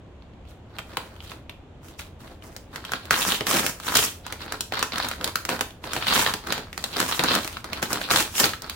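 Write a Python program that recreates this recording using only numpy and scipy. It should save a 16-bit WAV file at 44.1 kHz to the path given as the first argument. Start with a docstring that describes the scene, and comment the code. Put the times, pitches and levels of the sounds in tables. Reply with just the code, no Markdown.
"""Small room, bed, phone with two microphone ports close above a stiff paper envelope; low hum throughout.
Faint creases and rubs come first, with a firmer snap near 1 s; from 2.7 s the hands pull harder.
The loudest snap falls at 3.1 s, tearing follows to 4 s, then lighter pulls, and heavy ones again from 5.2 s to 8.5 s.
Creases are short filtered cracks with a thud; crackle, hiss and flapping are paper noise gated by random
buckles and raised by strokes of the hands. The room answers with a short tail of decaying noise."""
import sys
import numpy as np
from scipy import signal
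from scipy.fft import rfft, irfft
from scipy.io import wavfile
from scipy.ndimage import uniform_filter1d

SR = 44100
rng = np.random.default_rng(int(sys.argv[2]) if len(sys.argv) > 2 else 0)


def master(y):
    """Save y as 16-bit WAV."""
    cut = np.clip(np.atleast_2d(y).T, -1, 1)
    pcm = np.round(cut * 32767)  # scale
    wavfile.write(sys.argv[1], SR, pcm.astype(np.int16))


N = 385875  # 8.75 s

# building and street rumble, relative spectrum: (frequency [Hz], density [dB per Hz])
HUM_SPECTRUM = [(12, -34), (20, -10), (81, 2.5), (142, -7.5), (377, -12), (434, -15.5), (574, -14.5),
                (1480, -29), (1710, -31), (3340, -34.5), (5080, -48), (7310, -47.5), (8180, -54),
                (16000, -72)]
# the two microphone ports: (frequency [Hz], side against mid [dB])
PORT_DIFFERENCE = [(30, -16), (100, -21.5), (300, -12.5), (1000, -5.5), (3000, 0)]
# reverberation of the small room: (frequency [Hz], time to fall 60 dB [s])
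ROOM_DECAY = [(300, 0.32), (8000, 0.32)]
# relative spectrum of the paper noise: (frequency [Hz], density [dB per Hz])
PAPER_SPECTRUM = [(59, -31), (100, -10.5), (262, -2.5), (317, -6.5), (1240, -2), (2210, -2.5), (4290, 2),
                  (8510, -9.5), (15100, -13.5), (16500, -11)]
# pulls, tears and rubs of the hands: (start [s], swell [s], hold [s], crackle [dB],
# fibre hiss against crackle [dB], flapping sheet against crackle [dB])
HAND_STROKES = [(0.45, 0.041, 0.035, -57.5, -5, -6), (0.69, 0.065, 0.023, -52, -14, 0),
                (0.84, 0.07, 0.055, -47, -9, 0.5), (1.0, 0.01, 0.14, -53, -5.5, -1),
                (1.2, 0.048, 0.03, -47, -6, -7), (1.29, 0.019, 0.026, -47, -4, 0.5),
                (1.81, 0.028, 0.075, -53.5, -2, -1), (1.98, 0.017, 0.017, -42, -6, -10),
                (2.19, 0.015, 0.12, -55, -0.5, 3.5), (2.41, 0.031, 0.11, -55, -0.5, -0.5),
                (2.721, 0.028, 0.012, -38, -13, -3), (2.79, 0.11, 0.062, -38.5, -12, -7),
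                (2.98, 0.01, 0.14, -47, -10, -10), (3.103, 0.0057, 0.25, -28, -1, -7.5),
                (3.459, 0.011, 0.13, -24.5, -2.5, -5.5), (3.62, 0.021, 0.043, -32, 0, -3.5),
                (3.819, 0.044, 0.089, -30.5, -1.5, -10), (3.947, 0.0046, 0.088, -24.5, 2, -10.5),
                (4.239, 0.016, 0.056, -40, -17, -9), (4.38, 0.032, 0.032, -37.5, -11, -4.5),
                (4.48, 0.0088, 0.06, -38, -16, -4), (4.717, 0.01, 0.078, -30, -16, -9.5),
                (4.91, 0.027, 0.12, -32.5, -9, -9), (5.0, 0.01, 0.13, -38.5, -11.5, -7),
                (5.201, 0.05, 0.018, -36, -2, -0.5), (5.487, 0.0026, 0.036, -29, -7.5, 1),
                (5.56, 0.033, 0.015, -48, -12, 6.5), (5.833, 0.013, 0.014, -34, -10.5, 1),
                (5.87, 0.051, 0.067, -30.5, -11.5, -9.5), (6.0, 0.01, 0.075, -33.5, -32, -10),
                (6.065, 0.012, 0.06, -26.5, -3, -9), (6.07, 0.087, 0.066, -20, -4, -7.5),
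                (6.251, 0.013, 0.03, -27, -5, -11.5), (6.438, 0.035, 0.073, -32.5, -11.5, -3.5),
                (6.56, 0.011, 0.028, -29, -22, -7), (6.72, 0.098, 0.07, -44, -2, -6),
                (6.922, 0.074, 0.028, -27, -3.5, -4), (7.059, 0.032, 0.075, -31.5, -2.5, -12),
                (7.185, 0.011, 0.12, -26, -10.5, -7), (7.28, 0.024, 0.056, -24.5, -6, -3),
                (7.4, 0.005, 0.13, -44, 1, -14), (7.53, 0.011, 0.037, -45, -2, -7.5),
                (7.64, 0.0069, 0.062, -44, -8, 0), (7.72, 0.0055, 0.063, -37, -10.5, -3.5),
                (7.818, 0.0035, 0.012, -27.5, -5.5, -3), (7.869, 0.043, 0.048, -30.5, -5.5, -4),
                (8.0, 0.011, 0.1, -38, -4.5, -4), (8.099, 0.006, 0.1, -22.5, -1, -7),
                (8.345, 0.051, 0.053, -23, 1, -7.5), (8.599, 0.052, 0.019, -40, -12, -3.5),
                (8.69, 0.0069, 0.068, -43, -9, -10)]
# creases that snap: (time [s], peak [dB], ring [Hz], treble rms over SNAP_S against the peak [dB])
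CREASE_SNAPS = [(0.222, -45, 600, -32), (0.335, -48, 826, -31), (0.452, -48, 2470, -25),
                (0.765, -40, 3000, -24), (0.785, -21, 2720, -20), (0.79, -20, 1280, -28),
                (0.917, -40, 3000, -26), (0.934, -33, 700, -25), (0.97, -12.5, 1020, -19.5),
                (1.163, -42, 2490, -27), (1.204, -31.5, 2600, -32), (1.317, -29, 1210, -21),
                (1.495, -24.5, 2480, -25), (1.884, -37.5, 624, -15), (1.992, -31, 2180, -14),
                (2.008, -35, 3500, -10), (2.277, -36, 1500, -25), (2.423, -37, 2500, -24),
                (2.564, -29.5, 1520, -9), (2.759, -21.5, 1840, -16.5), (2.85, -24, 2770, -16.5),
                (2.919, -19.5, 1430, -14), (2.935, -15, 1320, -21.5), (3.054, -31.5, 760, -14),
                (3.108, -3.5, 1520, -16.5), (3.14, -15, 1830, -21), (3.32, -9, 3180, -20),
                (3.408, -12.5, 624, -24.5), (3.468, -12.5, 1350, -15), (3.511, -10, 1190, -15),
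                (3.568, -12.5, 890, -17), (3.664, -10, 1930, -14), (3.8, -25.5, 1390, -17),
                (3.953, -12, 1440, -6), (3.969, -9, 4180, -4.5), (3.99, -8.5, 1500, -16),
                (4.265, -23.5, 1082, -15), (4.324, -20, 840, -15), (4.48, -28, 1700, -30),
                (4.522, -18.5, 1400, -13.5), (4.607, -16.5, 2950, -9), (4.722, -16.5, 880, -23),
                (4.739, -24, 1500, -15.5), (4.792, -19, 3530, -13), (4.813, -22, 800, -25),
                (4.827, -8.5, 1280, -15), (4.921, -19, 4200, -36), (4.934, -19, 826, -25),
                (4.958, -17, 3000, -23), (4.982, -17.5, 1390, -13.5), (5.086, -22, 4270, -8),
                (5.113, -21, 1450, -17), (5.211, -21.5, 1170, -23), (5.243, -10.5, 3650, -13.5),
                (5.276, -19.5, 1110, -13), (5.356, -13.5, 1390, -11), (5.451, -20.5, 1400, -11),
                (5.491, -10, 1090, -19.5), (5.592, -23, 1090, -17), (5.609, -12.5, 1270, -12.5),
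                (5.706, -35, 2700, -17), (5.84, -24.5, 950, -28), (5.933, -14.5, 1410, -15.5),
                (5.964, -15, 597, -20), (6.025, -19.5, 2000, -35), (6.069, -15.5, 1340, -19),
                (6.263, -9.5, 1540, -40), (6.338, -12, 980, -15), (6.47, -23.5, 1430, -15),
                (6.523, -11.5, 1520, -14), (6.579, -20, 870, -18.5), (6.729, -25, 1990, -18.5),
                (6.777, -18.5, 1500, -14), (6.826, -34, 1110, -13), (6.84, -12.5, 3260, -15),
                (6.935, -40, 1210, -10), (6.967, -13, 4260, -19), (7.001, -12, 1180, -11),
                (7.063, -22.5, 990, -17), (7.123, -14.5, 3320, -37), (7.193, -9.5, 613, -18),
                (7.237, -13, 810, -11), (7.309, -14.5, 633, -24), (7.351, -15.5, 1320, -8.5),
                (7.446, -22, 627, -12), (7.476, -23.5, 2210, -11.5), (7.569, -23.5, 1330, -43),
                (7.643, -22, 1070, -17), (7.731, -17, 2330, -17.5), (7.827, -14.5, 670, -14),
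                (7.93, -17.5, 673, -6), (8.014, -20.5, 1570, -31), (8.104, -14, 4250, -27),
                (8.111, -6.5, 1310, -23), (8.137, -12, 1330, -18), (8.16, -9.5, 3700, -16),
                (8.204, -13, 3700, -15), (8.362, -35, 3840, -3), (8.399, -7, 3580, -9),
                (8.441, -6, 4070, -33), (8.534, -20.5, 1450, -25), (8.62, -33.5, 660, -3.5),
                (8.697, -16.5, 4260, -15)]

HUM_DB = -47.5  # rms ahead of the final rounding
ROOM_DB = -8.5  # energy of the tail against the direct sound
CRACKLES_PER_S, CRACKLE_SPREAD_DB, CRACKLE_S = 600., 4, 0.00055
# a stroke swells through SWELL_DB, holds, then settles to near silence
SWELL_DB, SETTLE_DB_PER_S, STILL_DB = 16, 308, -91
# crackle shed by a snap, against its peak; hiss and flapping against that crackle
AFTER_SNAP_DB, AFTER_HISS_DB, AFTER_FLAP_DB, AFTER_DB_PER_S = -27, -6, -14, 358
SNAP_S = 0.0091  # span over which treble and thud of a snap are levelled
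# thud rms against the peak, for a crease ringing at 1 kHz; long, low creases thud more
THUD_DB, THUD_DB_PER_OCTAVE = -21.5, -6.5
TOP_HZ = 15900  # upper limit of the sound


def undb(db):
    """Amplitude ratio of a level in dB."""
    return 10 ** (np.asarray(db) / 20)


def level(x, db):
    """Bring a signal to an rms level in dB."""
    return x * undb(db) / np.sqrt(np.mean(x ** 2))


def along(table, hz):
    """Value of a (frequency [Hz], value) table on a log frequency axis."""
    table_hz, values = np.transpose(table)
    return np.interp(np.log(np.maximum(hz, 1)), np.log(table_hz), values)


def colour(x, table):
    """Shape a spectrum by (frequency [Hz], level [dB]) points."""
    n = x.shape[-1]
    hz = np.arange(n // 2 + 1) * SR / n
    return irfft(rfft(x) * undb(along(table, hz)), n)


def band(x, lo_hz, hi_hz):
    """Keep the sound between two frequencies."""
    edges_hz = [lo_hz, min(hi_hz, .45 * SR)]
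    return signal.sosfilt(signal.butter(2, edges_hz, "bandpass", fs=SR, output="sos"), x)


def at_ports(mid, side):
    """Left and right port: the side part is weakest in the bass and grows toward the treble."""
    side = colour(side, PORT_DIFFERENCE)
    return np.array([mid + side, mid - side])


def ports(n):
    """Noise at the two ports: alike in the bass, unrelated in the treble."""
    mid, side = rng.standard_normal((2, n))
    return at_ports(mid, side)


def walk(rate):
    """Random levels held 1 / rate s, then smoothed twice over that time; spread near 1."""
    k = int(SR / rate)
    steps = np.repeat(rng.standard_normal(N // k + 1), k)
    return 1.27 * uniform_filter1d(uniform_filter1d(steps, k), k)[:N]


def fade(x, seconds):
    """Sudden start, exponential fall."""
    return signal.lfilter([1], [1, -np.exp(-1 / (seconds * SR))], x)


def hum():
    """A low rumble from the building and street: coloured noise, wavering a little."""
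    waver_db = 0.13 * walk(3.54)
    return level(colour(ports(N), HUM_SPECTRUM) * undb(waver_db), HUM_DB)


def room(x):
    """Walls and furniture return a dense tail a few milliseconds late."""
    t = np.arange(int(.4 * SR)) / SR
    tail = 0
    for hz in 125 * 2. ** np.arange(8):
        octave = band(rng.standard_normal((2, len(t))), hz / 2 ** .5, hz * 2 ** .5)
        tail = tail + octave * undb(-60 * t / along(ROOM_DECAY, hz))
    tail *= np.clip((t - .003) / 0.003, 0, 1)
    tail *= undb(ROOM_DB) / np.sqrt(np.sum(tail ** 2) / 2)
    # the ports share the low part of the tail
    mid, side = signal.fftconvolve(x.mean(axis=0)[None], tail, axes=1)[:, :N]
    return at_ports(mid, side)


def effort():
    """Levels in dB of crackle, hiss and flapping: strokes swell, hold, settle; snaps shed a short crackle."""
    step = .001  # s
    t = np.arange(0, N / SR + step, step)
    power = np.full((3, len(t)), undb(2 * STILL_DB))  # undb of twice the dB gives power
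    for start, swell, hold, crackle_db, hiss_db, flap_db in HAND_STROKES:
        full = start + swell
        rising_db = SWELL_DB * (t - full) / max(swell, step)
        settling_db = -SETTLE_DB_PER_S * np.maximum(t - full - hold, 0)
        stroke_db = np.where(t < full, rising_db, settling_db) + crackle_db
        power += undb(2 * (stroke_db + np.array([[0], [hiss_db], [flap_db]])))
    for s, peak_db, *_ in CREASE_SNAPS:
        shed_db = peak_db + AFTER_SNAP_DB - AFTER_DB_PER_S * np.abs(t - s)
        parts_db = shed_db + np.array([[0], [AFTER_HISS_DB], [AFTER_FLAP_DB]])
        power += (t >= s) * undb(2 * parts_db)
    return [np.interp(np.arange(N) / SR, t, 10 * np.log10(p)) for p in power]


def handling():
    """Many small buckles, rarely a big one, gate the paper noise, with different strengths in each band."""
    crackle_db, hiss_db, flap_db = effort()
    sizes_db = CRACKLE_SPREAD_DB * np.minimum(rng.exponential(size=N), 4)
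    buckles = (rng.random(N) < CRACKLES_PER_S / SR) * undb(sizes_db)
    paper, out = colour(ports(N), PAPER_SPECTRUM), 0
    # the upper middle follows both the crackle and the hiss
    bright_db = 0.63 * crackle_db + 0.37 * hiss_db
    # (low [Hz], high [Hz], level curve [dB], buckle length [CRACKLE_S], steady rubbing under it [gain])
    bands = [(89, 760, flap_db, 13.4, 0.48),
             (672, 1515, crackle_db - 4.5, 1.38, 0.21),
             (2330, 4600, bright_db, 2.5, 1.9),
             (5360, 19845, hiss_db, 0.33, 1.3)]
    for lo_hz, hi_hz, db, longer, rub in bands:
        gate = fade(buckles * undb(3 * rng.standard_normal(N)), CRACKLE_S * longer)
        flicker = undb(2.7 * walk(45))
        gated = (rub + gate) * flicker * band(paper, lo_hz, hi_hz)
        out = out + level(gated, 0) * undb(db)
    return out


def snaps():
    """A crease flips in a millisecond or two: a broad crack leaning to its own pitch, and a thud of the sheet."""
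    n = 2048
    out = np.zeros((2, N + n))
    t = np.arange(n) / SR
    size = int(SNAP_S * SR)
    for s, peak_db, hz, treble_db in CREASE_SNAPS:
        thud_db = THUD_DB + THUD_DB_PER_OCTAVE * (np.log2(hz) - np.log2(1000))
        envelope = np.minimum(t / 0.00055, 1) * (np.exp(-t / 0.0019) + 0.28 * np.exp(-t / 0.0083))
        shudder = ports(n) * envelope
        # one clean kick as the shudder reaches full strength, two samples earlier at the left port
        shudder[[0, 1], [24, 26]] -= 6.5
        shudder = colour(shudder, PAPER_SPECTRUM)
        broad = band(shudder, 480, 3020) + 1.14 * band(shudder, hz / 1.276, hz * 1.203)
        treble = band(shudder, 5500, 18000)
        thud = band(ports(n) * np.exp(-t / 0.013), 110, 785)
        i = int(s * SR)
        out[:, i:i + n] += broad * undb(peak_db) / np.abs(broad.mean(axis=0)).max()
        for part, db in [(treble, treble_db), (thud, thud_db)]:
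            rms = np.sqrt(np.mean(part[:, :size] ** 2))
            out[:, i:i + n] += part * undb(peak_db + db) / rms
    return out[:, :N]


def scene():
    """The envelope and its room, slightly stronger at the right port, over the hum."""
    paper = handling() + snaps()
    balance = undb([[-.4], [.4]])  # left, right
    return (paper + room(paper)) * balance + hum()


def record(dry):
    """Round the loudest peaks and keep the sound below TOP_HZ."""
    rounded = np.tanh(1.447 * dry) / 1.087
    return signal.sosfilt(signal.ellip(10, .2, 60, TOP_HZ, fs=SR, output="sos"), rounded)


dry = scene()
out = record(dry)
master(out)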